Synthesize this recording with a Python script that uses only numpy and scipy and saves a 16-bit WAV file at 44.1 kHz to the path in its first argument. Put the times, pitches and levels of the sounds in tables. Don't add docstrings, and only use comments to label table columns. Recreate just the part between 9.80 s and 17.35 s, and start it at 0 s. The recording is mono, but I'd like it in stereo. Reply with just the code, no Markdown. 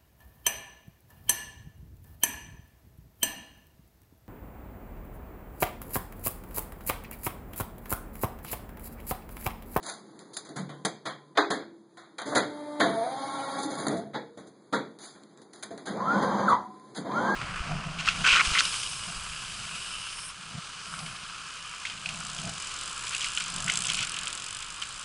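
import sys
import numpy as np
from scipy import signal
from scipy.fft import rfft, irfft, next_fast_len
from scipy.io import wavfile
from scipy.ndimage import uniform_filter1d, map_coordinates

SR = 44100
rng = np.random.default_rng(int(sys.argv[2]) if len(sys.argv) > 2 else 0)


def digitize_waveform(pressure):
    field = np.atleast_2d(pressure).T
    bounded = np.clip(field, -1, 1)
    quanta = np.round(bounded * 32767).astype(np.int16)
    wavfile.write(sys.argv[1], SR, quanta)


def invert_db(level):
    return 10 ** (np.asarray(level, dtype=float) / 20)


N = 332955
TIME = np.arange(N) / SR


def unit(x):
    return x / np.sqrt(np.mean(x ** 2) + 1e-20)


def along(points, hz):
    f, v = np.transpose(points)
    return np.interp(np.log(hz + 1), np.log(f + 1), v)


def ramp(start, length):
    return np.clip((TIME - start) / length, 0, 1)


def curves(rows):
    s, *cols = np.transpose(rows)
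    gate = np.clip(np.minimum(TIME - s[0], s[-1] + .02 - TIME) / .02, 0, 1)
    return [gate] + [np.interp(TIME, s, c) for c in cols]


def wobble(rate):
    return map_coordinates(rng.standard_normal(int(N * rate / SR) + 4), [TIME * rate])


def filtered(x, response):
    m = next_fast_len(N + SR // 2)
    return irfft(rfft(x, m) * response(np.fft.rfftfreq(m, 1 / SR)), m)[..., :N]


def resonances(modes, f):
    total = 0
    for k, (c, w, db) in enumerate(modes):
        total = total + (-1) ** k * invert_db(db) * 1j * f * w / (c * c - f * f + 1j * f * w)
    return total


def noise(spectrum, modes=(), ring_db=0):
    colour = lambda f: invert_db(along(spectrum, f)) * (1 + invert_db(ring_db) * np.abs(resonances(modes, f)))
    return unit(filtered(rng.standard_normal((2, N)), colour))


# start_s, clank_db, thud_db, crack_db, t60_s
KNOCKS = [(.567, -39, -31.5, 11, 0.17), (.649, -46.5, -13, 2, 0.38), (.688, -45, 4.5, -3.5, 0.23),
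          (.891, -38.5, -3, -10.5, .3), (1.049, -19.5, -6, 2, 0.13), (1.572, -11, -24, -24.5, 0.21),
          (1.703, -20.5, -8.5, -7.5, 0.28), (2.17, -42.5, -32, -9, 0.48), (4.573, -46, 6, -2, 0.37),
          (5.19, -48, -4, 2.5, 0.093), (5.615, -56.5, 0, 8.5, 0.14), (5.349, -51, -0.5, -8, 0.4),
          (5.73, -50.5, -17, 2.5, 0.77), (5.828, -33.5, -17, 0.7, 0.16), (5.906, -44.5, 7, -5, 0.28),
          (5.977, -42.5, -14, -4, 0.22)]
DROPS = [
    (4.165, -39.5, -3, 2.5, 0.2),
    (1.253, -22.5, -14, -8.5, 0.24),
    (.39, -46, -11, 2.5, 0.26),
    (0.532, -53, -16, 22.5, 0.19),
    (0.7575, -28.5, -4, -1.5, 0.26),
    (1.552, -32, -12, -30, 0.13),
    (4.667, -56, 5, 15, 0.13),
    (4.925, -18.5, -4, -11, 0.24),
    (5.574, -48.5, 0, -3.5, 0.19),
]
LATCHES = [
    (2.382, -28.5, -29, -7.5, 0.24),
    (2.416, -28.5, -16, -12, 0.12),
    (3.002, -17, -4.5, -12.5, 0.39),
    (3.782, -42.5, 3.5, 8, 0.46),
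    (3.902, -39, 3.5, 3.5, 0.49),
    (6.422, -29.5, 1, -9, 0.27),
    (7.177, -39, 1, -11.5, 0.23),
]
SLAMS = [
    (2.454, -35.5, 0.5, -2, 1),
    (3.828, -30.5, -3, 8, .14),
    (3.975, -34, 1, 0.5, .6),
    (4.072, -30.5, 3.5, -20.5, 0.4),
    (4.333, -34.5, -10, -16, 0.17),
    (4.342, -24.5, -3, -26.5, 0.2),
    (6.066, -35, 0, -11.5, 0.56),
    (6.686, -22, -33, -10.5, 0.2),
    (7.246, -39.5, 6.5, -20.5, 0.44),
    (7.312, -27, -14, -27, 0.073),
]
CLAMP = [
    (2.549, -10, -9, -4.5, 0.22),
    (4.105, -35.5, 12.5, -10, .2),
    (4.165, -44.5, -8, 8.5, .12),
    (6.1, -46, 14, -10, .4),
    (7.165, -50.5, 15.5, -10, .25),
]
# pitch_hz, level_db (per Hz)
THUD = [(70, -11), (140, -0.5), (250, -2.5), (450, -8.5), (800, -25.5), (2000, -57.5)]
CLANK = [(200, -13), (500, 0), (700, 1.5), (1200, -1.5), (2100, -6.5), (3400, -6), (6000, -21.5),
         (11000, -40)]
CRACK = [(1000, -39.5), (2500, -8.5), (3500, -5.5), (5000, -0.5), (7500, -3.5), (11000, -5.5)]
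# pitch_hz, level_db, t60_s
TABLE = [(1040, -2.5, 0.53), (1367, -14.5, 1.7), (1590, -6, 0.1), (1918, 3, 0.21), (2240, -13, 0.074),
         (3106, -30.5, 0.41), (3800, -22.5, 0.56)]


def hits():
    t, env = np.arange(SR) / SR, np.zeros((3, N + SR))
    kinds = (KNOCKS, 0.0023), (DROPS, 0.011), (LATCHES, 0.0023), (SLAMS, 0.0072), (CLAMP, 0.014)
    first_contact = 1 + invert_db(-60 * t / 0.014)
    slower_bass = np.array([[1.4], [1], [.7]])
    for rows, rise_s in kinds:
        for start_s, clank_db, thud_db, crack_db, t60_s in rows:
            fall_db = -60 * t / (max(t60_s, .01) * slower_bass)
            part_db = np.array([[thud_db + 6.5], [-5], [crack_db - 3.5]])
            rise = 1 - np.exp(-t / rise_s)
            shape = first_contact * invert_db(fall_db + clank_db + part_db) * rise
            env[:, round(start_s * SR):][:, :SR] += shape ** 2
    steel = [(hz, 9 / t60_s, db) for hz, db, t60_s in TABLE]
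    parts = noise(THUD), noise(CLANK, steel, ring_db=-2.5), noise(CRACK)
    return sum(np.sqrt(e[:N]) * part for e, part in zip(env, parts))


# pitch_hz, t60_s
RINGS = [(146, 0.82), (187, 0.23), (208, 0.44), (299, 0.29), (336, 2.14), (408, 0.34), (475, 0.43),
         (535, 0.47), (748, .55), (900, 0.13), (1022, 1), (1243, 0.092), (2508, 0.13), (3170, 0.28),
         (587, 0.16), (672, 0.29), (850, 0.13), (955, .15), (1140, 0.11), (1380, 0.13), (1560, 0.11),
          (1750, 0.13), (1960, 0.11)]
# start_s, level_db
STRUCK = [
    [(.765, -17), (1.26, -27.5), (4.08, -20)],
    [(.79, -14.5), (.85, -20), (7.18, -16), (4.12, -15), (6.11, -16), (6.15, -16)],
    [(1.05, -36), (4.08, -11), (6.1, -19.5), (6.2, -19), (6.36, -13), (6.87, -26.5)],
    [(.7, -32), (1.58, -15), (1.7, -19), (3.01, -12), (3.85, -17), (4.07, -19), (4.93, -16)],
    [(1.581, -31.5)],
    [(1.58, -13.5)],
    [(4.365, -28)],
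    [(1.26, -40), (6.36, -18)],
    [(6.8, -41.5)],
    [(1.05, -34), (4.345, -30), (4.932, -23)],
    [(.89, -51), (1.26, -49.5), (6.2, -27.5), (6.29, -30), (6.62, -29), (6.74, -31.5), (7.24, -40.5),
     (7.31, -30), (7.35, -30.5)],
    [(1.58, -16.5), (4.932, -21), (6.75, -28.5)],
    [(1.58, -22)],
    [(.89, -43), (1.26, -35.5)],
]
# start_s, level_db
MORE_STRUCK = [
    [(1.705, -26), (2.56, -20), (4.932, -26)],
    [(3.01, -22), (3.26, -31), (4.15, -26), (4.2, -30), (5.91, -39.5)],
    [(1.58, -22.5), (4.345, -27), (3.83, -29)],
    [(1.58, -24), (4.932, -29)],
    [(1.05, -30), (1.58, -19), (1.71, -24.5), (4.935, -23)],
    [(1.26, -38), (2.56, -22), (4.932, -24.5)],
    [(1.58, -28), (3.01, -24), (4.935, -25), (6.07, -31), (7.175, -40), (7.31, -40)],
    [(1.71, -23), (3.01, -19), (4.935, -30)],
    [(1.26, -39), (2.56, -24.5), (6.72, -30)],
]


def rings():
    t, out = np.arange(SR) / SR, np.zeros(N + SR)
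    drift, swell = wobble(70), wobble(30)
    rise = 1 - np.exp(-t / 0.0035)
    k = 0
    for (hz, t60_s), blows in zip(RINGS, STRUCK + MORE_STRUCK):
        wander = 0.39 + min(.08 / t60_s, .6) + min(t60_s ** -.5 / 2, 1) * (hz / 1500) ** 2
        for start_s, level_db in blows:
            turn = 2 * np.pi * hz * t + wander * np.roll(drift, -9000 * k)[:SR]
            fall_db = level_db - 60 * t / t60_s + 2.7 * np.roll(swell, -9000 * k)[:SR]
            out[round(start_s * SR):][:SR] += invert_db(fall_db) * rise * np.sin(turn)
            k += 1
    return out[:N]


# start_s, peak_db
TICKS = [(0.038, -44), (0.0648, -26.5), (0.0984, -25.5), (0.1768, -55.5), (0.391, -35.5), (.5665, -27),
         (0.569, -22), (.573, -23), (.67, -41.5), (0.6916, -36), (1.0522, -23.5), (1.5803, -37),
         (2.385, -31), (3.0079, -22), (3.824, -28.5), (3.834, -27), (3.862, -29.5), (3.954, -29.5),
         (4.0011, -26.5), (4.0703, -19), (4.083, -17), (5.1878, -38), (5.4351, -42.5), (5.5743, -42),
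         (5.734, -37.5), (5.7595, -40), (5.826, -29.5), (5.831, -28), (5.8352, -22.5), (5.841, -31),
         (5.9772, -36), (6.172, -38.5), (2.4175, -28), (2.581, -16.5), (6.9975, -45)]


def ticks():
    t, env = np.arange(SR // 10) / SR, np.zeros(N + SR)
    t60_s, rise_s = 0.008, .0003
    for start_s, peak_db in TICKS:
        snap = invert_db(peak_db + 3.5 - 60 * t / t60_s) * (1 - np.exp(-t / rise_s))
        env[round(start_s * SR):][:len(t)] += snap
    return env[:N] * noise([(200, -4.5), (1000, -2.0), (5000, 1.5), (11000, 1.5), (12500, 17), (14000, -31)])


# start_s, swell_s, fade_s, hiss_db, body_db (over the hiss)
SLIDES = [
    (0.028, 0.067, 0.11, -38, 0.8),
    (5.195, 0.05, 0.15, -44, -3),
    (6.055, 0.018, 0.082, -40.5, 4),
    (7.148, 0.027, 0.051, -38.5, 2.5),
]


def slides():
    hiss = unit(invert_db(1.5 * wobble(300)) * noise(CRACK))
    body = noise(CLANK)
    out = 0
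    for start_s, swell_s, fade_s, hiss_db, body_db in SLIDES:
        swell_db = -11 * (1 - ramp(start_s, swell_s))
        decay_db = -24.5 * np.maximum(TIME - start_s - swell_s, 0) / fade_s
        stroke = (TIME > start_s) * invert_db(swell_db + decay_db)
        out = out + stroke * invert_db(hiss_db + 1.5) * (hiss + invert_db(body_db - 4.0) * body)
    return out


PRESS = 2.5, 0.03, 2.5, -25, 260
# pitch_hz, level_db (per Hz)
SQUEEZE = [(120, -19), (250, -6), (420, 1.5), (680, -0.5), (1500, -12.5), (2200, -17.5), (3500, -24),
           (6000, -40)]


def press():
    start_s, swell_s, end_s, db, dies_db = PRESS
    level_db = db - dies_db * np.maximum(TIME - end_s, 0) + 3.2 * wobble(60)
    return ramp(start_s, swell_s) ** 2 * invert_db(level_db) * noise(SQUEEZE)


# time_s, level_db
PUMP = [
    (2.46, -32.5),
    (2.75, -40.5),
    (3.0, -35.5),
    (3.14, -33.5),
    (3.21, -30.5),
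    (3.3, -41),
    (3.8, -38),
    (4.05, -47),
    (4.15, -60),
]
# multiple, idle_db, loaded_db
VANES = [(0.99, 5.5, -6), (1.92, 0, -5.5), (3.02, -8.5, -0.5), (4, -16.5, -5), (5.07, -29.5, -9),
         (6, -27, -22), (6.9, -21, -15.5), (7.86, -28.5, -13.5), (12.4, -27, -14), (20.5, -39.5, -22.5),
         (35, -34, -35)]


def pump():
    on, db = curves(PUMP)
    idle_hz, stall_hz, loaded_hz = 296, 225, 275
    engage_s, sag_s, recover_s, settle_s = 3.0, .06, 3.215, .085
    stall_load, full_load = 0.6, 0.94
    engaged = ramp(engage_s, sag_s)
    settled = 1 - np.exp(-np.maximum(TIME - recover_s, 0) / settle_s)
    hz = idle_hz + (stall_hz - idle_hz) * engaged + (loaded_hz - stall_hz) * settled
    load = np.clip(stall_load * engaged + (full_load - stall_load) * ramp(recover_s, settle_s), 0, 1)
    turn = 2 * np.pi * np.cumsum(hz * (1 + 0.00123 * (1 + 6 * load) * wobble(35))) / SR
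    sag = np.clip((274 - hz) / 50, 0, 1)
    order, idle_db, loaded_db = np.transpose(VANES)
    stack = 0
    for k in range(1, 37):
        line_db = (1 - load) * np.interp(k, order, idle_db) + load * np.interp(k, order, loaded_db)
        line_db = line_db + (2.5 + 1.9 * load) * wobble(45) - 0.5 * k * sag
        jitter = (0.57 * load + 0.028 * k) * wobble(70)
        stack = stack + invert_db(line_db) * np.sin(k * turn + jitter + rng.uniform(0, 2 * np.pi))
    housing = filtered(load * stack, lambda f: resonances([(702, 64, 6.4)], f))
    return on * invert_db(db + 3.5) * (stack + housing)


# time_s, level_db
DRIVE = [
    (2.68, -52),
    (2.778, -43.5),
    (2.995, -45),
    (3.005, -37),
    (3.8, -33.5),
    (3.83, -41.5),
    (4.06, -35.5),
    (4.13, -33.5),
    (4.3, -64.5),
]
# start_s, added_db
SURGES = [
    (2.998, 22),
    (4.068, 14),
]
# pitch_hz, level_db (per Hz)
GEARS = [(60, 0.5), (130, 12.5), (250, 1), (450, -4.5), (690, 3.5), (1000, -3.5), (2062, -12), (3440, -20),
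         (6200, -34), (10300, -31)]
# pitch_hz, width_hz, level_db
FRAME = [(284.7, 19, 11), (539, 5.4, 3), (857, 52, -6)]
# pitch_hz, level_db (per Hz)
OIL = [(1000, -32.5), (2500, 1), (4000, -5.5), (5500, -5), (7500, -17.5), (9000, -5), (10500, -6.5)]


def drive():
    on, effort_db = curves(DRIVE)
    for start_s, added_db in SURGES:
        effort_db = effort_db + (TIME > start_s) * added_db * np.exp(-np.abs(TIME - start_s) / 0.0074)
    rumble = invert_db(effort_db + 1.1 * wobble(25.07)) * noise(GEARS, FRAME, ring_db=6.5)
    oil_db = np.where(TIME > 3.0, -3, -8) - 6
    oil = invert_db(effort_db + oil_db + 1.1 * wobble(40)) * noise(OIL)
    return on * (rumble + oil)


def gauge_run(top_hz, start, wind_up, brake, start_db, cruise_db):
    release_s = .042
    braked_hz, brake_s, grip_s = 597.5, .08, 0.052
    bite_hz = 169.7
    speed = 1 - np.exp(-np.maximum(TIME - start - release_s, 0) / wind_up)
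    braked = np.maximum(TIME - brake, 0)
    stopped = np.maximum(braked - grip_s, 0)
    pull_hz = top_hz * speed - bite_hz * ramp(brake, 0.0092) - braked_hz
    hz = braked_hz + pull_hz * np.exp(-braked / brake_s)

    free_db = start_db - 10.5 * (1 - speed) + (cruise_db - start_db) * speed ** 25
    free_db = free_db + 9 * np.exp(-((hz - 1370) / 90) ** 2)
    free_db = free_db - 7 * np.exp(-((hz - 1537) / 45) ** 2)
    squeal_db = -21.5 + 5 * ramp(brake, grip_s) - 444 * stopped
    mesh_db = free_db + (squeal_db - free_db) * ramp(brake, 0.0068)

    strain_db = 3.5 * np.exp(-((speed - 0.913) / 0.083) ** 2)
    rumble_db = -26 + strain_db - 17.5 * (1 - speed) - 181.5 * stopped
    return ramp(start, .04), hz, mesh_db, rumble_db


MESH_HZ = (1616, 1655)
# start_s, wind_up_s (time constant), brake_s, start_db (mesh winding up), cruise_db (mesh at speed)
GAUGE = [
    (6.075, .097, 6.676, -33, -44.5),
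    (7.192, .076, 7.7, -38, -20.5),
]


def gauge_runs():
    return [gauge_run(top_hz, *run) for top_hz, run in zip(MESH_HZ, GAUGE)]


# mesh_share, level_db
SHAFTS = [(.125, 3), (0.211, -0.5), (.345, -9), (.545, -12), (.69, -16.5)]
# pitch_hz, level_db
MAINS = [(200, 6), (236, 5)]
# pitch_hz, level_db, t60_s
COVER = [(737, -22, 0.38), (923, -2, 0.26), (1053, -1, 0.14), (1280, -7, 0.74)]


def gauge_whine():
    tone = 0
    for (on, hz, db, rumble_db), run in zip(gauge_runs(), GAUGE):
        rough = np.where(TIME > run[2], 1, .3)
        turn = 2 * np.pi * np.cumsum(hz * (1 + 0.016 * rough * wobble(150))) / SR
        mesh_db = db + 5.0 + 2.6 * np.sqrt(rough) * wobble(110) + 2.2 * wobble(22)
        mesh = invert_db(mesh_db) * np.sin(turn + 1.14 * rough * wobble(200))
        shafts = sum(invert_db(rel_db + 2.8 * wobble(35)) * np.sin(share * turn + .7 * wobble(50))
                     for share, rel_db in SHAFTS)
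        hum = sum(invert_db(rel_db + 1.6 * wobble(26)) * np.sin(2 * np.pi * f * TIME + .5 * wobble(18))
                  for f, rel_db in MAINS)
        tone = tone + on * (mesh + invert_db(rumble_db - 2.5) * shafts + invert_db(rumble_db - 6.0) * hum)
    cover = [(hz, 7.0 / t60_s, db) for hz, db, t60_s in COVER]
    return tone + invert_db(6) * filtered(tone, lambda f: resonances(cover, f))


# pitch_hz, level_db (per Hz)
CARRIAGE = [(60, 5), (130, 6), (250, -1.5), (450, -7), (690, -8.5), (1000, -10), (2062, -23.5), (3440, -32),
            (6200, -31), (10300, -66.5)]
# pitch_hz, width_hz, level_db
CASING = [(206.6, 10.5, 9.5), (525, 47, 0), (1005, 280, -6), (1420, 54, -7.5)]
# pitch_hz, width_hz, level_db
BEARING = [(3200, 100, 11), (5770, 110, -10.5)]


def carriage():
    rumble = invert_db(1.18 * wobble(45)) * noise(CARRIAGE, CASING, ring_db=3.5)
    hiss = noise(CRACK, BEARING, ring_db=16.5)
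    shaking = invert_db(3.0) * rumble + invert_db(-24) * hiss
    return sum(on * invert_db(rumble_db) * shaking for on, _, _, rumble_db in gauge_runs())


# time_s, level_db
BUSTLE = [(0, -59), (.5, -60), (.97, -62.5), (1.2, -65.5), (1.98, -70), (2.42, -67), (4.2, -67),
          (4.75, -66), (5.2, -63.5), (5.7, -64.5), (6, -58.5), (6.9, -64), (7.1, -60), (7.55, -56.5)]
# pitch_hz, level_db (per Hz)
HUM = [(60, -16), (130, 8.5), (250, -1.5), (450, -8), (690, -15), (1000, -15), (2000, -31.5), (4000, -50.5)]


def shop():
    busy_db = curves(BUSTLE)[1]
    machines = noise(HUM, [(324, 97, 6.7), (447, 7.1, 1.9), (214, 15, 4.9)], ring_db=5.5)
    air = noise([(800, -2.5), (2000, 1.0), (5000, -0.5), (8000, -6.0), (11000, -4.5)])
    hum = invert_db(busy_db + 16.5 + 0.53 * wobble(6.4)) * machines
    return hum + invert_db(busy_db - 1.5 + 0.83 * wobble(25)) * air


# pitch_hz, t60_s
ROOM = [(150, 0.66), (1000, 0.32), (4000, 0.39), (11000, 0.16)]


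def room(x):
    hz, t, z = signal.stft(rng.standard_normal((2, SR // 2)), SR, nperseg=256)
    fall = invert_db(-60 * t / along(ROOM, hz)[:, None])
    tail = signal.istft(z * fall, SR, nperseg=256)[1]
    return signal.fftconvolve(x, tail / np.linalg.norm(tail[0]), axes=1)[:, :N]


# pitch_hz, level_db
WIDTH = [(60, -43), (130, -18.5), (250, -18.5), (450, -11.5), (700, -8), (1000, -2.5), (2000, 2.5),
         (4000, -1.5), (11000, 3)]


def scene():
    tones = (pump() + gauge_whine() + rings()) * invert_db([[-4], [-7]])
    near = press() + hits() + ticks() + slides() + tones
    mid, side = near + invert_db(-10.5) * room(near) + drive() + carriage() + shop()
    side = side + filtered(mid, lambda f: (-.6 - .7j) / (1 + (f / 450) ** 2))
    side = filtered(side, lambda f: invert_db(along(WIDTH, f)))
    return np.array([mid + side, mid - side])


def starved(x, weaker_db, step_db, masked_db, attack_db):
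    z = signal.stft(np.array([x[0] + x[1], x[0] - x[1]]) / 2, nperseg=1024)[2]
    fine = uniform_filter1d(np.abs(z) ** 2, size=3, axis=2)
    power = uniform_filter1d(fine, size=5, axis=1)
    broad = np.exp(uniform_filter1d(np.log(fine.mean(axis=0) + 1e-20), size=60, axis=0))
    step = invert_db(2 * step_db) * broad + invert_db(2 * masked_db) * power.max(axis=(0, 1))
    step[:70] = 0
    keep = (power > invert_db(2 * weaker_db) * power[::-1]) & (fine > step)
    keep[:, :24] = True
    keep[:, 257:] = False
    treble = np.sum(np.abs(z[:, 70:]) ** 2, axis=(0, 1))
    keep[..., treble > invert_db(2 * attack_db) * np.roll(treble, 1)] = True
    mid, side = signal.istft(z * keep, nperseg=1024)[1][:, :N]
    return np.array([mid + side, mid - side])


def low_pass(x):
    return signal.sosfilt(signal.butter(12, 11660, fs=SR, output="sos"), x)


def record(dry):
    cross_lag_s, top_hz = 16 / 44100, 11025
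    late = filtered(dry[::-1], lambda f: np.exp(-2j * np.pi * f * cross_lag_s))

    def band(f):
        top = np.where(f < top_hz, 1, invert_db(-15.5 - (f - top_hz) / 50))
        return top * (0.018 + f ** 3 / (f ** 3 + 115 ** 3))

    wide = filtered(0.68 * (dry - 0.87 * late), band)
    mix = starved(wide, weaker_db=-7.5, step_db=-2.2, masked_db=-61, attack_db=7.0)
    return low_pass(mix)


dry = scene()
out = record(dry)
digitize_waveform(out)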